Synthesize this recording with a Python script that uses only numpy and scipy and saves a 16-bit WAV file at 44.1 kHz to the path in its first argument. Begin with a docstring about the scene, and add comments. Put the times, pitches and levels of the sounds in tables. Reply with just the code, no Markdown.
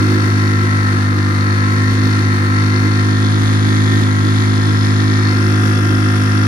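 """A single-cylinder outboard runs at about 3100 rpm: harmonics of the crank rate make its exhaust beat.
Once a turn a piston knock rings the cowling modes, and six metallic ticks ring the block as filtered noise.
One metal part sings with a flutter; another zings, swelling to a peak and fading to a fainter ring.
Behind, shaped noise makes the underwater churn and the fizzing wake. As the phone swings aside, then round
to face the motor, the blend of three sets of mode levels shifts the colour."""
import sys
import numpy as np
from scipy import signal
from scipy.fft import rfft, irfft
from scipy.io import wavfile

SR = 44100
rng = np.random.default_rng(int(sys.argv[2]) if len(sys.argv) > 2 else 0)


def dump_mix(stems):
    """Bounce the given channels to the path in sys.argv[1] as a 16-bit WAV at rate SR."""
    frames = np.atleast_2d(stems).T  # one column per channel
    limited = np.clip(frames, -1, 1)  # hard clip at full scale
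    pcm = np.round(limited * 32767).astype(np.int16)
    wavfile.write(sys.argv[1], SR, pcm)


N = 285327
TIME_S = np.arange(N) / SR
FREQ_HZ = np.maximum(np.arange(N // 2 + 1) * SR / N, 1)
SIDES = np.array([[1], [-1]])  # left, right
CRUISE_HZ, TOP_HZ = 51.5, 15400

# Motor speed. Each row: time in seconds, crank rate in Hz (turns per second).
CRANK_RATE = [(0.0, 51.48), (0.66, 50.94), (1.32, 49.87), (1.43, 50.41), (2.08, 51.72), (2.41, 50.27),
              (2.63, 51.23), (3.95, 52.21), (4.17, 51.11), (4.39, 52.12), (4.61, 51.5), (4.83, 51.92),
              (4.93, 51.8), (5.15, 52.02), (5.37, 51.4), (5.7, 52.02), (5.81, 51.35), (6.47, 51.73)]
# Phone direction. Each row: time in seconds, direction (-1 facing motor, 0 past its flank, 1 aside).
PHONE_TURN = [(0, -0.23), (.9, -0.26), (2.0, 0.2), (2.7, -0.1), (3.4, 0.83), (4.7, 0.76), (5.15, 0.6),
              (5.4, -0.55), (5.7, -1), (6.47, -0.79)]
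# Exhaust harmonics. Each row: multiple of the crank rate, level in dB within its group.
EXHAUST_ORDERS = [(1, -30), (2, -0.5), (3, -14.5), (4, -11), (5, -7.5), (6, -13.5), (7, -14.5)]
# Cowling modes. Each row: centre in Hz, width in Hz, left minus right in dB, left lead in radians,
# then relative level in dB past the flank, aside, facing.
COWL_MODES = [(483, 62, -14, 1, -11.5, -11, -11.5), (545.6, 41, -16, 2.5, -16, -15, -13),
              (650, 130, -10, -2, -24.5, -19.5, -22), (729.7, 24, -6.5, -0.5, -13.5, -14.5, -11.5),
              (910, 108, -7.5, -2.5, -24.5, -13, -20), (980, 25.7, 0.5, 2.5, -4.5, -4, -6),
              (1021, 115, 6.5, 0.5, -10, -15, -15), (1072, 22, -4.5, 0.5, -5, -4.5, -7.5),
              (1197.5, 12.8, 11.5, 1.5, -5.5, -11, -6.5), (1236, 26, 16, -2.5, -15, -13.5, -9),
              (1321.5, 21, 0.5, -2.5, 3.5, 3, 0.5), (1394.7, 29, 3, 0.1, -6, -9.5, -2),
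              (1464, 140, 3.5, -2, -10.5, -23, -7), (1580, 31, 12, -2.5, -12.5, -8, -3.5),
              (1644, 36, 10, 3.5, -7.5, -12, -7), (1720, 11, 8.5, 2.5, -3.5, -24, -2),
              (1823, 5.2, -15, 0.5, -10.5, -10, -24), (1931, 24.3, 6.5, 3.5, -2, -6.5, -0.5),
              (1943, 37, 8, 4.5, -12, -7.5, -8.5), (2046, 35, 15.5, 4.5, -11, -25, -10.5),
              (2095, 21, 18.5, 3.24, -11.5, -13.5, -17), (2290, 12, 8, 1.5, -14.5, -15, -15),
              (2422, 8.9, 16.5, 3.1, -15, -29, -32)]
# Ticks in one turn. Each row: crank angle in turns, centre in Hz, Gaussian width in octaves,
# band weight in dB, decay in seconds.
TICK_BANDS = [(0.021, 3030, 6.3, -9.5, 0.0014), (0.168, 9200, 0.98, -0.5, 0.0063),
              (0.189, 3230, 0.86, 1.5, 0.0035), (.46, 4200, 0.48, 7, 0.0035),
              (0.589, 5500, 0.5, -4, 0.0078), (.93, 2700, 2.8, -3.5, 0.0012)]
# Block resonances. 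Each row: centre in Hz, width in Hz, then relative level in dB past the flank,
# aside, facing.
BLOCK_MODES = [(2680, 330, -7, -14.5, -0.5), (3182, 180, -7.5, -1, 2), (3458, 56, -0.5, 9.5, 10),
               (3680, 200, 2, -9, -8), (3930, 560, -3, -1, -5), (4330, 370, 1.5, -11, -19),
               (4700, 196.6, -20, -10, -3), (5220, 520, -7.5, -8.5, -12), (5460, 160, -6, -18, 2),
               (5860, 960, -8.5, -14.5, -6), (6500, 680, -15, -8, -11), (9060, 820, -20, -16.5, -13),
               (10520, 730, -14, -15, -4.5), (14300, 890, -37, -24, -27)]
# Spectrum of the underwater exhaust churn. Each row: frequency in Hz, relative density in dB per Hz.
CHURN_SPECTRUM = [(20, -33), (45, -14.5), (70, -9.5), (130, -5), (200, -10.5), (250, -2.5), (300, 0.5),
                  (350, -3.5), (410, -12.5), (520, -15), (800, -40)]
# Spectrum of the wake wash. Each row: frequency in Hz, relative density in dB per Hz.
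WASH_SPECTRUM = [(150, -41), (450, -8), (750, -2), (1100, -5), (2000, 0.5), (2800, -9), (5000, -9),
                 (7500, -18.5), (10500, -15), (12000, -33), (15000, -34)]
# Low sound at the two microphones. Each row: frequency in Hz, left minus right in dB.
LOW_PAN = [(50, 13), (105, 1), (160, -6), (210, -7.5), (260, -3.5), (310, -9), (365, 0), (700, -1)]
# Brief burble swells. Each row: centre in seconds, length in seconds, peak gain in dB.
BURBLE_SWELLS = [(0.078, 0.27, 6), (5.5, 0.34, 4), (6.0, 0.28, 2.5)]

# Level against motor speed, before view and pan. Each: dB at cruise, dB per Hz of crank rate above it.
BEAT_LAW = (-13.5, 0.82)
BOOM_LAW = (-21.1, 1.36)
BURBLE_LAW = (-27, 0.85)
COWL_LOW_LAW = (-25, 0.36)
COWL_HIGH_LAW = (-26, 1.1)
TICK_LAW = (-33, 2.4)
# Level by phone direction. Each: dB past the flank, dB aside, dB facing.
COWL_LOW_VIEW_DB = (0.1, -1.6, -0.2)
COWL_HIGH_VIEW_DB = (0.8, -2.2, -1.1)
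TICK_VIEW_DB = (0.5, 0.2, -0.3)
SING_VIEW_DB = (-35, -38, -40.5)
# Tick pan, left minus right. Columns: dB past the flank, dB aside, dB facing.
TICK_PAN_DB = (8, 4.5, 7)


def undb(db):
    """Decibels to amplitude gain."""
    return 10 ** (np.asarray(db) / 20)


def unit(x):
    """Scale to rms 1."""
    return x / np.sqrt(np.mean(x ** 2))


def curve(table):
    """Interpolate (time, value) rows at every sample."""
    time_s, value = np.transpose(table)
    return np.interp(TIME_S, time_s, value)


def colour(points):
    """Gain at every frequency from (Hz, dB) rows, on a log frequency axis."""
    hz, db = np.transpose(points)
    return undb(np.interp(np.log(FREQ_HZ), np.log(hz), db))


def shape(x, response):
    """Filter by a frequency response."""
    return irfft(rfft(x) * response, N)


def mode(hz, width_hz):
    """Response of one damped resonance, gain 1 at its centre."""
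    return 1 / (1 + 1j * (FREQ_HZ ** 2 - hz ** 2) / (FREQ_HZ * width_hz))


def walk(rate_hz):
    """Slow random drift of rms 1: noise low-passed at rate_hz."""
    return unit(shape(rng.standard_normal(N), 1 / (1 + (FREQ_HZ / rate_hz) ** 4)))


def strikes(crank, angle_turns, jitter_s, scatter_db):
    """One band-limited pulse a turn at a crank angle, each slightly off in time and force."""
    turns = np.arange(np.ceil(crank[-1])) + angle_turns
    chance = rng.standard_normal((len(turns), 2))
    at = (np.interp(turns, crank, TIME_S) + jitter_s * chance[:, 0]) * SR
    # windowed sinc places each pulse between samples
    taps = at.astype(int)[:, None] + np.arange(-7, 9)
    off = taps - at[:, None]
    pulses = np.sinc(off) * np.sinc(off / 8) * undb(scatter_db * chance[:, 1:])
    inside = (taps >= 0) & (taps < N) & (turns[:, None] < crank[-1])
    return np.bincount(taps[inside], pulses[inside], N)


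def gusts(crank, angle_turns, length_turns):
    """Envelope that jumps to 1 at a crank angle, then decays exponentially through the turn."""
    return np.exp(-((crank - angle_turns) % 1) / length_turns)


def lagged(lag_s):
    """Responses of the two microphones when the left hears lag_s later."""
    return np.exp(-1j * np.pi * FREQ_HZ * lag_s * SIDES)


def low_stereo(x, aside, lag_s=0.00013, aside_lag_s=0.000473):
    """Low sound reaches the left later, more so aside; the level difference varies with frequency."""
    pan = colour(LOW_PAN) ** (SIDES / 2)
    near = shape(x, pan * lagged(lag_s))
    far = shape(x, pan * lagged(aside_lag_s))
    return (1 - aside) * near + aside * far


def views(turn):
    """Shares of the three phone directions: past the flank, aside, facing."""
    turn = np.clip(turn, -1, 1)
    return [np.clip(1 - np.abs(turn - way), 0, 1) for way in (0, 1, -1)]


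def seen(shares, view_db):
    """Blend three dB values by phone direction."""
    return sum(share * db for share, db in zip(shares, view_db))


def effort(speed_hz, law):
    """Level in dB, rising linearly with crank rate."""
    cruise_db, db_per_hz = law
    return cruise_db + db_per_hz * (speed_hz - CRUISE_HZ)


def wake(wash_db=-31.5, surge_db=0.97, surge_hz=14.0, grain_db=1.5):
    """Drops and bursting bubbles: sparse random impulses, coloured, with a randomly surging level."""
    present = rng.random((2, N)) < .2
    force = rng.standard_normal((2, N))
    size = np.minimum(rng.exponential(size=(2, N)), 4)
    drops = present * force * undb(grain_db * size)
    return unit(shape(drops, colour(WASH_SPECTRUM))) * undb(wash_db + surge_db * walk(surge_hz))


def churn(crank, churn_db):
    """Exhaust gas under water: coloured noise surging at random and pulsed once a turn."""
    pulse = 0.58 + gusts(crank, angle_turns=0.11, length_turns=0.92)
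    gas = rng.standard_normal(N) * pulse * undb(2.0 * walk(10.7))
    return unit(shape(gas, colour(CHURN_SPECTRUM))) * undb(churn_db)


def singing(crank, hz, pole_width_hz, angle_turns, pan_db, rough):
    """Lightly damped metal, a squared resonance struck once a turn and shaken by pulsed noise."""
    knock = unit(strikes(crank, angle_turns, jitter_s=.00003, scatter_db=2.5))
    shake = unit(rng.standard_normal(N) * gusts(crank, angle_turns, length_turns=0.33))
    ring = unit(shape(knock + rough * shake, mode(hz, pole_width_hz) ** 2))
    return ring * undb(SIDES * pan_db / 2)


def zing(crank, peak_from_s=4.67, peak_to_s=5.206, attack_s=.3, release_s=.15, peak_db=-43, after_db=-48.5):
    """A thin, evenly pulsed ring rises exponentially, holds, then settles fainter."""
    rise = np.exp(np.minimum(TIME_S - peak_from_s, 0) / attack_s)
    fall = np.exp(-np.maximum(TIME_S - peak_to_s, 0) / release_s)
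    ring = singing(crank, hz=5166, pole_width_hz=190, angle_turns=0.51, pan_db=16, rough=0.22)
    return ring * rise * undb(after_db + (peak_db - after_db) * fall)


def singing_part(crank, shares, flutter_db=3.5, flutter_hz=7):
    """A loose metal part rings with a bounded random flutter as its contact varies."""
    contact = undb(flutter_db * np.tanh(walk(flutter_hz)))
    ring = singing(crank, hz=1815.5, pole_width_hz=35, angle_turns=.3, pan_db=1, rough=2.7)
    return ring * contact * undb(seen(shares, SING_VIEW_DB))


def ticks(crank, speed_hz, shares, loose=.14, likeness=.55, tail=.15):
    """Metallic ticks ring the block: part alike every turn, part rattling afresh."""
    tick_db = effort(speed_hz, TICK_LAW) + seen(shares, TICK_VIEW_DB)
    pan_db = seen(shares, TICK_PAN_DB)
    bands = [undb(db) * np.exp(-.5 * (np.log2(FREQ_HZ / hz) / octaves) ** 2)
             for _, hz, octaves, db, _ in TICK_BANDS]
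    total = np.sqrt(sum(b ** 2 for b in bands)) + 1e-9
    short_s = TIME_S[:2048]
    clatter = 0
    for (angle, _, _, _, decay_s), band in zip(TICK_BANDS, bands):
        hits = strikes(crank, angle, jitter_s=.00001, scatter_db=1.5)
        fade = np.exp(-short_s / decay_s) + tail * np.exp(-short_s / .011)
        grain = fade * rng.standard_normal((2, 2048))
        alike = signal.oaconvolve(hits[None], grain, axes=1)[:, :N]
        afresh = signal.oaconvolve(hits, fade)[:N] * rng.standard_normal((2, N))
        tick = np.sqrt(1 - loose) * unit(alike) + np.sqrt(loose) * unit(afresh)
        clatter = clatter + rfft(tick) * band / total
    # shared part plus a smaller opposed part
    shared = np.sqrt(1 + likeness) * clatter[0]
    opposed = SIDES * np.sqrt(1 - likeness) * clatter[1]
    clatter = (shared + opposed) * lagged(0.000412)
    # tilt toward the right above about 7 kHz, ahead of the view pan
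    clatter = clatter * undb(SIDES * -2.8 / (1 + (7000 / FREQ_HZ) ** 8))
    clatter = clatter / (1 + (2100 / FREQ_HZ) ** 12) / (1 + (FREQ_HZ / 13500) ** 12)
    hz, width_hz, *levels_db = np.transpose(BLOCK_MODES)
    peaks = np.array([np.abs(mode(f, w)) ** 4 for f, w in zip(hz, width_hz)])
    out = 0
    for share, db in zip(shares, levels_db):
        block = np.sqrt(undb(2 * db) @ peaks)  # mode powers add
        out = out + share * unit(irfft(clatter * block, N))
    return out * undb(tick_db + SIDES * pan_db / 2)


def cowling(crank, speed_hz, shares, split_hz=1500, scrape_db=-7.5):
    """Piston knock and the scrape after it ring the cover; each mode radiates its own way."""
    low_db = effort(speed_hz, COWL_LOW_LAW) + seen(shares, COWL_LOW_VIEW_DB)
    high_db = effort(speed_hz, COWL_HIGH_LAW) + seen(shares, COWL_HIGH_VIEW_DB)
    knock = unit(strikes(crank, angle_turns=0.1199, jitter_s=.00002, scatter_db=0.6))
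    scrape_gate = .3 + gusts(crank, angle_turns=0.17, length_turns=0.36)
    scrape = unit(rng.standard_normal(N) * scrape_gate)
    push = rfft(knock + undb(scrape_db) * scrape)
    push = push / (1 + (330 / FREQ_HZ) ** 6) / (1 + (FREQ_HZ / 2900) ** 8)
    hz, width_hz, pan_db, lead_rad, *levels_db = np.transpose(COWL_MODES)
    # neighbouring modes alternate in sign
    modes = np.array([(-1) ** k * mode(hz[k], width_hz[k]) for k in range(len(hz))])
    ports = undb(SIDES * pan_db / 2) * np.exp(.5j * SIDES * lead_rad)
    lower = 1 / (1 + (FREQ_HZ / split_hz) ** 20)
    low, high = 0, 0
    for share, db in zip(shares, levels_db):
        ring = push * ((ports * undb(db)) @ modes)
        low = low + share * unit(irfft(ring * lower, N))
        high = high + share * unit(irfft(ring * (1 - lower), N))
    return low * undb(low_db) + high * undb(high_db)


def exhaust(crank, speed_hz, aside, hull_hz=285, hull_width_hz=25):
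    """Harmonics of the crank: a clean beat led by order 2, a wavering boom and burble, and gas churn."""
    boom_db = effort(speed_hz, BOOM_LAW)
    burble_db = effort(speed_hz, BURBLE_LAW)
    for centre_s, length_s, db in BURBLE_SWELLS:
        burble_db = burble_db + db * np.exp(-(2 * (TIME_S - centre_s) / length_s) ** 2)
    hull = mode(hull_hz, hull_width_hz)
    beat, boom, burble = 0, 0, 0
    for order, db in EXHAUST_ORDERS:
        order = round(order)
        # orders above the hull resonance arrive turned over; the bin is the order's mean frequency
        lag_rad = np.angle(hull[int(order * crank[-1])])
        line = -undb(db) * np.cos(2 * np.pi * order * (crank + 0.1476) + lag_rad)
        if order <= 3:
            waver_db = .25 if order == 2 else 1.1
            beat = beat + line * undb(waver_db * walk(12))
        elif order <= 5:
            boom = boom + line * undb(1.0 * walk(12))
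        else:
            burble = burble + line * undb(2.26 * walk(17))
    tones = unit(beat) * undb(effort(speed_hz, BEAT_LAW))
    tones = tones + unit(boom) * undb(boom_db) + unit(burble) * undb(burble_db)
    gas = churn(crank, churn_db=-5.0 + (boom_db + burble_db) / 2)
    return low_stereo(tones + gas, aside)


def scene():
    """One crank angle times every motor part; its rate sets exhaust, cowling and tick levels."""
    shares = views(curve(PHONE_TURN))
    speed_hz = curve(CRANK_RATE)
    crank = np.cumsum(speed_hz * (1 + 0.001321 * walk(9.05))) / SR  # turns
    background = wake() + zing(crank) + singing_part(crank, shares)
    motor = ticks(crank, speed_hz, shares) + cowling(crank, speed_hz, shares)
    return background + motor + exhaust(crank, speed_hz, aside=shares[1])


def record(dry):
    """The phone cuts the top: a steep elliptic low-pass."""
    return signal.sosfilt(signal.ellip(8, .2, 70, TOP_HZ, fs=SR, output="sos"), dry)


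dry = scene()
out = record(dry)
dump_mix(out)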